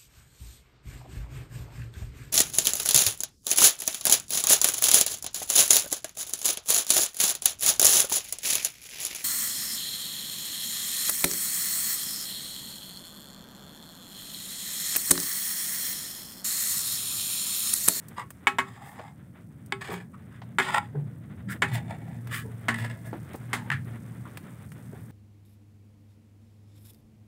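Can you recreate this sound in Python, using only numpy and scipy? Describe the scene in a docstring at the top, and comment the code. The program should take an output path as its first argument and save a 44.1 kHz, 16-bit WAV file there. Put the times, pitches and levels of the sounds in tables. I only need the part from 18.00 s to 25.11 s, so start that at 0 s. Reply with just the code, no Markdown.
"""Seafood wok over a wood fire

A large steel wok simmers outdoors: noise-built flames rumble and hiss, random clicks bubble and spit.
A metal spatula knocks the wok (filtered clicks, short noise modes and ringing lines), scrapes along its
wall (streams of tiny slips) and pushes through the broth (bubble clusters, booms and bursts of steam).
The full wok damps each clank quickly but hums on in its lowest modes, as slowly wavering sines."""
import sys
import numpy as np
from scipy import signal
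from scipy.fft import rfft, irfft, next_fast_len
from scipy.io import wavfile

SR = 44100
rng = np.random.default_rng(int(sys.argv[2]) if len(sys.argv) > 2 else 0)


def persist_wave(psi):
    """Save psi, clipped to +-1, as 16-bit WAV."""
    counts = np.round(np.clip(psi, -1, 1) * 32767).astype(np.int16)
    wavfile.write(sys.argv[1], SR, np.atleast_2d(counts).T)


N = 313551
TIME = np.arange(N) / SR
# All levels below are relative: each layer sets its own trim.

# rumble of the flames: start_s, level_db
FLAMES = [(0, -49.5), (1.3, -49), (3.3, -42.5), (3.85, -40), (4.3, -44), (6.1, -43), (6.55, -46.5),
          (7.11, -45)]
# vigour of the simmer: start_s, level_db
VIGOUR = [(0, -65.5), (0.5, -70.5), (1.3, -72.5), (3.4, -71.5), (4.5, -65), (5.3, -63.5), (6.1, -64.5),
          (7.11, -64.5)]
# spectra of the flames, the bubbling, the bright spitting and the scraped grit: pitch_hz, level_db
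FIRE_SPECTRUM = [(40, -42.5), (52, -14.5), (66, -11), (85, 0.5), (130, 3.5), (200, 0.5), (270, -7),
                 (380, -18.5), (600, -23), (4000, -74)]
SIMMER_SPECTRUM = [(300, 7), (500, 1), (900, -3), (1400, -1), (2000, -3), (2700, -13), (3600, -14),
                   (7000, -62.5)]
SIZZLE_SPECTRUM = [(2500, -18), (4500, -4.5), (5900, -3), (7200, -1.5), (8700, 6.5), (11000, 1), (14000, 3),
                   (16000, 2.5)]
GRIT_SPECTRUM = [(1200, -72), (2500, 7), (3600, 7), (4300, -2.5), (5000, 0.5), (5900, -10), (7300, -2),
                 (8700, -2), (10500, -12), (16000, -16.5)]

# the wok's low hum, kept going by the stirring: start_s, level_db
HUM_LEVEL = [(0.0, -57), (0.34, -61.5), (1.9, -56), (2.06, -51.5), (2.89, -49.5), (3.13, -55), (3.7, -41.5),
             (4.73, -42), (5.31, -50), (5.8, -39), (6.63, -58.5), (7.11, -47)]
# the loaded wok's lowest modes: pitch_hz, level_db
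HUM_MODES = [(116, 2), (158, -16), (194, -13.5), (234, -13)]

# loud snaps of fire and spitting broth: start_s, level_db, body_against_crack_db
SNAPS = [(0.084, -32.5, -33), (0.3047, -31.5, -4.5), (1.661, -42, -21), (4.272, -38, 4.5),
         (5.333, -39.5, 1.5), (6.3722, -32, 5), (6.7191, -40, 1)]

# broth pushed up onto the hot wall flashes to steam: start_s, level_db, swell_s
FIZZES = [(0.790, -56.5, 0.11), (1.9, -47.5, 0.03), (3.485, -42.5, 0.035), (3.719, -42, 0.032),
          (4.294, -40, 0.067), (4.760, -50, 0.038), (5.041, -51.5, 0.032), (5.344, -49, 0.016)]
FIZZ_T60_PER_SWELL = 3.6

# broth shoved by the blade: start_s, pitch_hz, level_db, swell_s
SLOSHES = [(0.174, 482, -42.5, 0.0057), (0.990, 620, -39.5, 0.0053), (1.873, 389, -34, 0.025),
           (2.416, 825, -46, 0.003), (2.939, 389, -39.5, 0.021), (4.430, 444, -45, 0.028),
           (5.126, 323, -30.5, 0.0069), (5.341, 398, -35.5, 0.0035), (6.915, 374, -44, 0.016)]
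SLOSH_T60_S, SLOSH_T60_PER_SWELL = 0.07, 9   # slow shoves gurgle for longer
# smaller bubbles are weaker, the more so after a slow swell
SPLASH_DB_PER_OCTAVE, SPLASH_LOSS_DB_PER_S = -5.5, 250
# shoves that make the loaded wok boom: start_s, pitch_hz, level_db
BOOMS = [(1.9, 178.2, -33.5), (2.946, 144.4, -23), (3.451, 195.8, -31.5), (3.707, 118.6, -23.5),
         (4.79, 115.7, -30), (5.691, 136, -27), (5.72, 100, -31.5)]
BOOM_SWELL_S, BOOM_T60_S = 0.035, 0.38

# long drags down the wall, one curve each, as pressure on the edge: time_s, pressure_db
DRAGS = [
    [(0.65, -50), (0.812, -56), (0.82, -50), (0.894, -51), (0.908, -56), (1.014, -51), (1.034, -53.5),
     (1.094, -52.5), (1.14, -76)],
    [(1.79, -59), (1.804, -69), (1.812, -40), (1.838, -41.5), (1.932, -38.5), (2.022, -54), (2.048, -67),
     (2.06, -67)],
    [(2.62, -30.5), (2.64, -37), (2.67, -34), (2.682, -31), (2.718, -38.5), (2.746, -28), (2.784, -31),
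     (2.806, -52), (2.86, -54.5)],
    [(3.68, -48), (3.724, -44.5), (3.758, -32.5), (3.838, -64), (3.914, -46), (3.988, -61), (4.17, -58),
     (4.25, -84)],
    [(4.742, -27), (4.752, -44), (4.866, -38.5), (4.886, -55), (4.908, -41.5), (4.942, -55), (5.038, -62),
     (5.06, -53), (5.1, -51)],
]
# where each drag begins: wall_hz, wall_against_blade_db, grit_db
DRAG_WALLS = [(1077, -1.5, -0.5), (1040, -5, 0), (1124, -2.5, 1.5), (880, -0.5, 1), (853, -7.5, 0)]
# deeper in the broth the wall sounds lower and outweighs the blade, and the broth smothers the grit
SINK_S, SINK_OCTAVES, SINK_WALL_DB, SINK_GRIT_DB = 0.25, 0.28, 6.5, -2.5
# quick swipes of the edge: peak_s, length_s, pressure_db, wall_hz, wall_against_blade_db
SWIPES = [(0.192, 0.097, -42, 1090, 0.5), (2.146, 0.056, -62, 1210, 12), (2.347, 0.13, -58, 1437, 0.5),
          (3.511, 0.094, -42.5, 1530, -1.5), (4.355, 0.17, -37.5, 1400, -1.5), (5.595, 0.25, -56.5, 830, 4),
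          (6.26, 0.058, -66.5, 1142, 16)]
SWIPE_ATTACK = 0.42   # share of a swipe spent pressing in
# harder pressure throws more grit: level at a firm push, and its growth in dB per dB
FIRM_DB, GRIT_DB, GRIT_GROWTH = -39, -3, 0.073
BLADE_HZ = 1788   # where the blade rings when rubbed

# spatula on wok: start_s, clank_db, favoured_hz, lift_there_db, weight_behind_it_db,
# clank_t60_s (shorter in the treble), wok_ring_db, belly_hz, rebound_after_s (0 for none)
BLOWS = [(0.4699, -24, 2400, 2.5, -4.5, 0.093, -17, 400, 0.00072),
         (0.585, -26.5, 1150, 4, -7, 0.093, -20.5, 393, 0.0043),
         (1.7225, -26, 3500, 10, 1, 0.013, -25.5, 392, 0),
         (2.5852, -24.5, 1460, 3, 2.5, 0.11, -17, 378.6, 0.014),
         (3.6206, -24, 1780, 8, 2.5, 0.052, -19.5, 159, 0.0077),
         (4.6836, -22, 1760, 7, 4, 0.029, -24.5, 229.3, 0.006),
         (5.531, -24, 1940, -3.5, -5.5, 0.18, -25, 238.9, 0),
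         (5.7017, -28, 1800, 14.5, -24, 0.014, -36, 134, 0.0137)]
# the rebound is weaker and leaves the wall free to ring
REBOUND_DB, REBOUND_RING_DB, REBOUND_T60_S = -8, -1, 0.16
# force of a contact: pitch_hz, level_db
CONTACT_SPECTRUM = [(400, -8.5), (1000, 1.5), (3500, -0.5), (9000, -8)]
# the clank's crowd of short modes: pitch_hz, level_db
CLANK_SPECTRUM = [(250, -8.5), (400, -3), (580, -12), (800, -4), (1150, -6), (1500, -2), (1900, 3.5),
                  (2300, -13), (2800, -5), (3500, -9), (4300, -8), (5900, -12.5), (7900, 1), (15500, -12)]
# modes of the wok wall: pitch_hz, level_db, t60_s (before the food damps it)
WOK_MODES = [(258, -10.5, 0.31), (387.7, -10, 0.25), (822, -2, 0.18), (942, 1.5, 0.037), (1102, -0.5, 0.15),
             (1316, -7, 0.24), (1364, -31, 0.18), (1465, -6.5, .14), (1673, -0.5, 0.1), (1828, -11.5, 0.12),
             (1988, -2, 0.091), (2100, -1, 0.11), (2238, 5.5, 0.069), (2238, -4, 0.17), (2540, -8.5, 0.14),
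             (2966, -7, 0.12), (3176, -4, 0.051), (3474, -12, 0.085), (3620, -0.5, 0.024),
             (6800, -19.5, .04), (7400, -5.5, 0.042)]
WEIGHT_HZ = 750   # the weight behind a blow is heard below this
LIFT_REACH_OCTAVES = 0.92   # width of the favoured region
# a heavy blow also wakes a low belly mode, which falls 60 dB in a set number of cycles
BELLY_DB, BELLY_CYCLES = -12.5, 180
# and the blade's high note
PING_HZ, PING_DB, PING_T60_S = 8570, -23, 0.14

CUTOFF_HZ = 15700


def from_db(db):
    """Decibels to amplitude."""
    return 10 ** (np.asarray(db) / 20)


def rms_one(x):
    """Scale a sound to an rms of 1."""
    return x / np.sqrt(np.mean(x ** 2) + 1e-20)


def in_time(rows):
    """A level curve read at every sample."""
    s, db = np.transpose(rows)
    return np.interp(TIME, s, db)


def at_hz(points, hz):
    """A spectrum read on a log-frequency axis."""
    f, db = np.transpose(points)
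    return np.interp(np.log(np.maximum(hz, 1)), np.log(f), db)


def add(out, s, sound):
    """Mix a sound in from time s on."""
    i = max(0, round(s * SR))
    out[i:i + len(sound)] += sound[:N - i]


def coloured(x, spectrum):
    """Give a steady excitation a spectrum that falls away below its first point; rms 1."""
    size = next_fast_len(len(x))
    hz = np.arange(size // 2 + 1) * SR / size
    bass_fall = np.minimum(hz / spectrum[0][0], 1) ** 2
    gain = from_db(at_hz(spectrum, hz)) * bass_fall
    return rms_one(irfft(rfft(x, size) * gain, size)[:len(x)])


def band(x, hz, octaves, order=2):
    """A broad resonance, its edges held below the top of the range."""
    edges = hz * 2. ** (np.array([-.5, .5]) * octaves)
    edges = np.minimum(edges, [SR * .4, SR * .45])
    return signal.sosfilt(signal.butter(order, edges, "band", fs=SR, output="sos"), x + 1e-18)


def resonance(x, hz, octaves):
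    """A rounded peak with steep skirts; rms 1."""
    peak = band(x, hz, octaves, order=1)
    return rms_one(band(peak, hz, 2 * octaves, order=1))


def drift(rate, size):
    """Slow random wander through knots of spread 1, at a rate in knots per second."""
    knots = rng.standard_normal(int(size / SR * rate) + 2)
    return np.interp(np.arange(size) / SR * rate, np.arange(len(knots)), knots)


def fade(t, t60):
    """Free decay, down 60 dB after t60 seconds."""
    return np.exp(-np.log(1000) * t / t60)


def swell(t, rise, t60):
    """A smooth rise, then free decay."""
    return np.sin(np.pi / 2 * np.minimum(t / rise, 1)) ** 2 * fade(np.maximum(t - rise, 0), t60)


def grains(size, per_s, spread_db):
    """Random clicks of uneven size and sign."""
    sizes = from_db(spread_db * np.minimum(rng.exponential(1, size), 4))
    return (rng.random(size) < per_s / SR) * sizes * rng.choice([-1, 1], size)


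def yard(x, wet_db=-20, t60=0.18):
    """Weak scatter from the ground and the walls near by: a short swell of decaying noise."""
    t = TIME[:SR // 2]
    scatter = band(rng.standard_normal(len(t)), 1540, 6.7, order=1) * swell(t, 0.013, t60)
    scatter = scatter / np.linalg.norm(scatter)
    return x + from_db(wet_db) * signal.fftconvolve(x, scatter)[:N]


def hearth(fire_db=1, simmer_db=9, sizzle_db=-2, crackle_db=-2, simmer_follows=0.89):
    """Flames rumble on their own curve while the broth bubbles, hisses and spits with its vigour."""
    rumble_db = in_time(FLAMES) + fire_db + drift(9.4, N)
    flames = from_db(rumble_db) * coloured(rng.standard_normal(N), FIRE_SPECTRUM)
    vigour = in_time(VIGOUR)
    # the bubbling follows the vigour a little less than fully
    bubbling = vigour.mean() + simmer_follows * (vigour - vigour.mean())
    bubbling_db = bubbling + simmer_db + 4.66 * drift(25, N)
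    bubbles = from_db(bubbling_db) * coloured(grains(N, per_s=5000, spread_db=3.0), SIMMER_SPECTRUM)
    hiss = from_db(sizzle_db) * coloured(rng.standard_normal(N), SIZZLE_SPECTRUM)
    # tiny spits ring at ten different pitches
    pops = np.zeros(N)
    for hz in np.geomspace(3000, 15000, 10):
        pops += band(grains(N, per_s=69, spread_db=2.5), hz, 0.65, order=1) / np.sqrt(hz)
    spits = from_db(crackle_db) * coloured(pops, SIZZLE_SPECTRUM)
    return flames + bubbles + from_db(vigour) * (hiss + spits)


def hum(waver_db=3.0, waver_hz=2.517, waver_per_s=11):
    """Flames and stirring keep the low modes sounding, each wavering a little in level and pitch."""
    lines = np.zeros(N)
    for hz, db in HUM_MODES:
        phase = 2 * np.pi * np.cumsum(hz + waver_hz * drift(waver_per_s, N)) / SR
        level = from_db(db + waver_db * drift(waver_per_s, N))
        lines += np.sqrt(2) * np.sin(phase) * level
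    return from_db(in_time(HUM_LEVEL)) * lines


def snaps(crack_t60=0.038, body_t60=0.037):
    """A bright crack with a short woody body, both bursts of decaying noise."""
    out, t = np.zeros(N), TIME[:SR // 8]
    for s, db, body_db in SNAPS:
        crack = coloured(rng.standard_normal(len(t)), SIZZLE_SPECTRUM) * fade(t, crack_t60)
        body = rms_one(band(rng.standard_normal(len(t)), 1090, 2.26)) * fade(t, body_t60)
        add(out, s, 0.42 * from_db(db) * (crack + from_db(body_db) * body))
    return out


def fizzes(crackle_per_s=6000):
    """Broth flashing to steam: bursts of tiny pops that swell and die away."""
    out, t = np.zeros(N), TIME[:SR]
    for s, db, rise in FIZZES:
        pops = coloured(grains(len(t), crackle_per_s, spread_db=3), SIZZLE_SPECTRUM)
        add(out, s, from_db(db) * pops * swell(t, rise, FIZZ_T60_PER_SWELL * rise))
    return out


def broth(octave_seconds=0.08):
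    """Pushed food lets out clusters of bubbles, narrower the longer they ring; the heavy wok booms."""
    out, t = np.zeros(N), TIME[:SR]
    for s, hz, db, rise in SLOSHES:
        t60 = SLOSH_T60_S + SLOSH_T60_PER_SWELL * rise
        for octave in range(3):
            bubbles = grains(len(t), per_s=1100, spread_db=3.0)
            cluster = resonance(bubbles, hz * 2 ** octave, octave_seconds / t60)
            smaller_db = octave * (SPLASH_DB_PER_OCTAVE - SPLASH_LOSS_DB_PER_S * rise)
            add(out, s, from_db(db + smaller_db) * cluster * swell(t, rise, t60))
    for s, hz, db in BOOMS:
        add(out, s, from_db(db) * np.sin(2 * np.pi * hz * t) * swell(t, BOOM_SWELL_S, BOOM_T60_S))
    return out


def wok_ring(force, favoured_hz, focus_db=7, reach_octaves=0.21, damping=1.13):
    """The wall's modes; each contact point favours one region of them, and the food damps them all."""
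    out = np.zeros(len(force))
    for hz, db, t60 in WOK_MODES:
        r, w = fade(1 / SR, t60 / damping), 2 * np.pi * hz / SR
        nearness = np.exp(-(np.log2(hz / favoured_hz) / reach_octaves) ** 2)
        gain = from_db(db + focus_db * (nearness - 1)) * rng.choice([-1, 1])
        # two-pole resonator: a decaying sine for each push
        out += gain * signal.lfilter([0, np.sin(w)], [1, -2 * r * np.cos(w), r * r], force + 1e-18)
    return out


def plate(force, t60=0.032, direct_db=6):
    """Thin steel rings briefly in a crowd of modes, which streaks whatever drives it; rms 1."""
    t = TIME[:SR // 8]
    crowd = rng.standard_normal(len(t)) * fade(t, t60)
    streaks = rms_one(signal.fftconvolve(force, crowd)[:len(force)])
    return rms_one(streaks + from_db(direct_db) * rms_one(force))


def rub(pressure_db, depth, wall_hz, wall_db, grit_db, wall_octaves=0.37, blade_octaves=0.41,
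        judder_db=3.0, wander_db=4.0, ring_db=-8):
    """The edge slips in tiny jerks over the wall; they sound wall and blade and spray a gritty hiss."""
    size = len(pressure_db)
    judder = from_db(judder_db * drift(197.1, size))
    slips = plate(grains(size, per_s=4000, spread_db=2.5)) * judder
    shallow = resonance(slips, wall_hz, wall_octaves)
    deep = resonance(slips, wall_hz / 2 ** SINK_OCTAVES, wall_octaves)
    wall_level = from_db(wall_db + SINK_WALL_DB * depth + wander_db * drift(29.4, size))
    wall = wall_level * (np.sqrt(1 - depth) * shallow + np.sqrt(depth) * deep)
    blade = resonance(slips, BLADE_HZ, blade_octaves)
    grit_growth_db = GRIT_GROWTH * (pressure_db - FIRM_DB)
    grit_level = from_db(GRIT_DB + grit_db + SINK_GRIT_DB * depth + grit_growth_db)
    grit = grit_level * coloured(slips, GRIT_SPECTRUM)
    sound = from_db(pressure_db) * (wall + blade + grit)
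    ring = rms_one(wok_ring(sound, BLADE_HZ))
    return sound + from_db(ring_db) * np.std(sound) * ring


def scrapes(drag_db=-1.5, lift_db_per_s=400, sharpness=1.98):
    """Long drags sink into the broth and lift off; quick swipes swell and fade high on the wall."""
    out, t = np.zeros(N), TIME[:SR * 3 // 4]
    for curve, (wall_hz, wall_db, grit_db) in zip(DRAGS, DRAG_WALLS):
        s, db = np.transpose(curve)
        now = s[0] + t
        lift_off_db = lift_db_per_s * np.maximum(now - s[-1], 0)
        pressure_db = drag_db + np.interp(now, s, db) - lift_off_db
        depth = np.minimum(t / SINK_S, 1)
        add(out, s[0], rub(pressure_db, depth, wall_hz, wall_db, grit_db))
    for peak, length, db, wall_hz, wall_db in SWIPES:
        attack = SWIPE_ATTACK * length
        arch = np.sin(np.pi / 2 * np.interp(t, [0, attack, length], [0, 1, 0])) ** sharpness
        pressure_db = db + 20 * np.log10(arch + 1e-9)
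        add(out, peak - attack, rub(pressure_db, 0, wall_hz, wall_db, 0))
    return out


def clank(db, favoured_hz, lift_db, weight_db, t60, treble_damping=0.12, spread_s=0.00099, count=22):
    """A crowd of short modes, coloured by the contact point and by the weight behind the blow."""
    t = TIME[:SR // 2]
    out = np.zeros(len(t))
    centres = np.geomspace(260, 15000, count)
    step_octaves = np.log2(centres[1] / centres[0])
    for hz in centres:
        nearness = np.exp(-(np.log2(hz / favoured_hz) / LIFT_REACH_OCTAVES) ** 2)
        bass = 1 / (1 + (hz / WEIGHT_HZ) ** 4)
        steel_db = at_hz(CONTACT_SPECTRUM, hz) + at_hz(CLANK_SPECTRUM, hz)
        level_db = db + steel_db + nearness * lift_db + bass * weight_db
        # bending waves need a moment to spread over the wall; the treble arrives and dies first
        treble = min(1, BLADE_HZ / hz)
        decay = swell(t, spread_s * treble, t60 * treble ** treble_damping)
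        modes = band(rng.standard_normal(len(t)) * decay, hz, step_octaves)
        # every band gets the strength of its decay, at half amplitude
        out += .5 * from_db(level_db) * modes * np.std(decay) / np.std(modes)
    return out


def blows(knock_hz=1300, knock_octaves=1.3, knock_db=-2.0, knock_follows=0.58, ring_db=-2):
    """Each contact: a knock, a clank of short modes, then the wok's longer lines; some rebound once."""
    out, t = np.zeros(N), TIME[:SR // 2]
    click = signal.unit_impulse(len(t))
    knock = band(click, knock_hz, knock_octaves, order=3)
    knock = knock / np.abs(knock).max()
    ping = from_db(PING_DB) * np.sin(2 * np.pi * PING_HZ * t) * fade(t, PING_T60_S)
    for s, db, favoured_hz, lift_db, weight_db, t60, wok_db, belly_hz, rebound_s in BLOWS:
        contacts = [(s, db, wok_db, t60)]
        if rebound_s > 0:
            contacts.append((s + rebound_s, db + REBOUND_DB, wok_db + REBOUND_RING_DB, REBOUND_T60_S))
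        for when, clank_db, wall_db, clank_t60 in contacts:
            add(out, when, from_db(knock_db + knock_follows * wall_db) * knock)
            add(out, when, clank(clank_db, favoured_hz, lift_db, weight_db, clank_t60))
            add(out, when, from_db(wall_db + ring_db) * wok_ring(click, favoured_hz))
        belly_swell = swell(t, 0.0051, BELLY_CYCLES / belly_hz)
        belly = from_db(BELLY_DB) * np.sin(2 * np.pi * belly_hz * t) * belly_swell
        add(out, s, from_db(db + weight_db) * (belly + ping))
    return out


def scene():
    """Spatula, broth and snaps scatter in the yard, over the steady hearth and hum."""
    close = blows() + scrapes() + broth() + fizzes() + snaps()
    return (yard(close) + hearth() + hum())[None]


def record(dry, low_cut_hz=52):
    """The small microphone loses the deep bass; the top is cut steeply."""
    thin = signal.sosfilt(signal.butter(4, low_cut_hz, "high", fs=SR, output="sos"), dry)
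    return signal.sosfilt(signal.ellip(10, .2, 70, CUTOFF_HZ, fs=SR, output="sos"), thin)


dry = scene()
out = record(dry)
persist_wave(out)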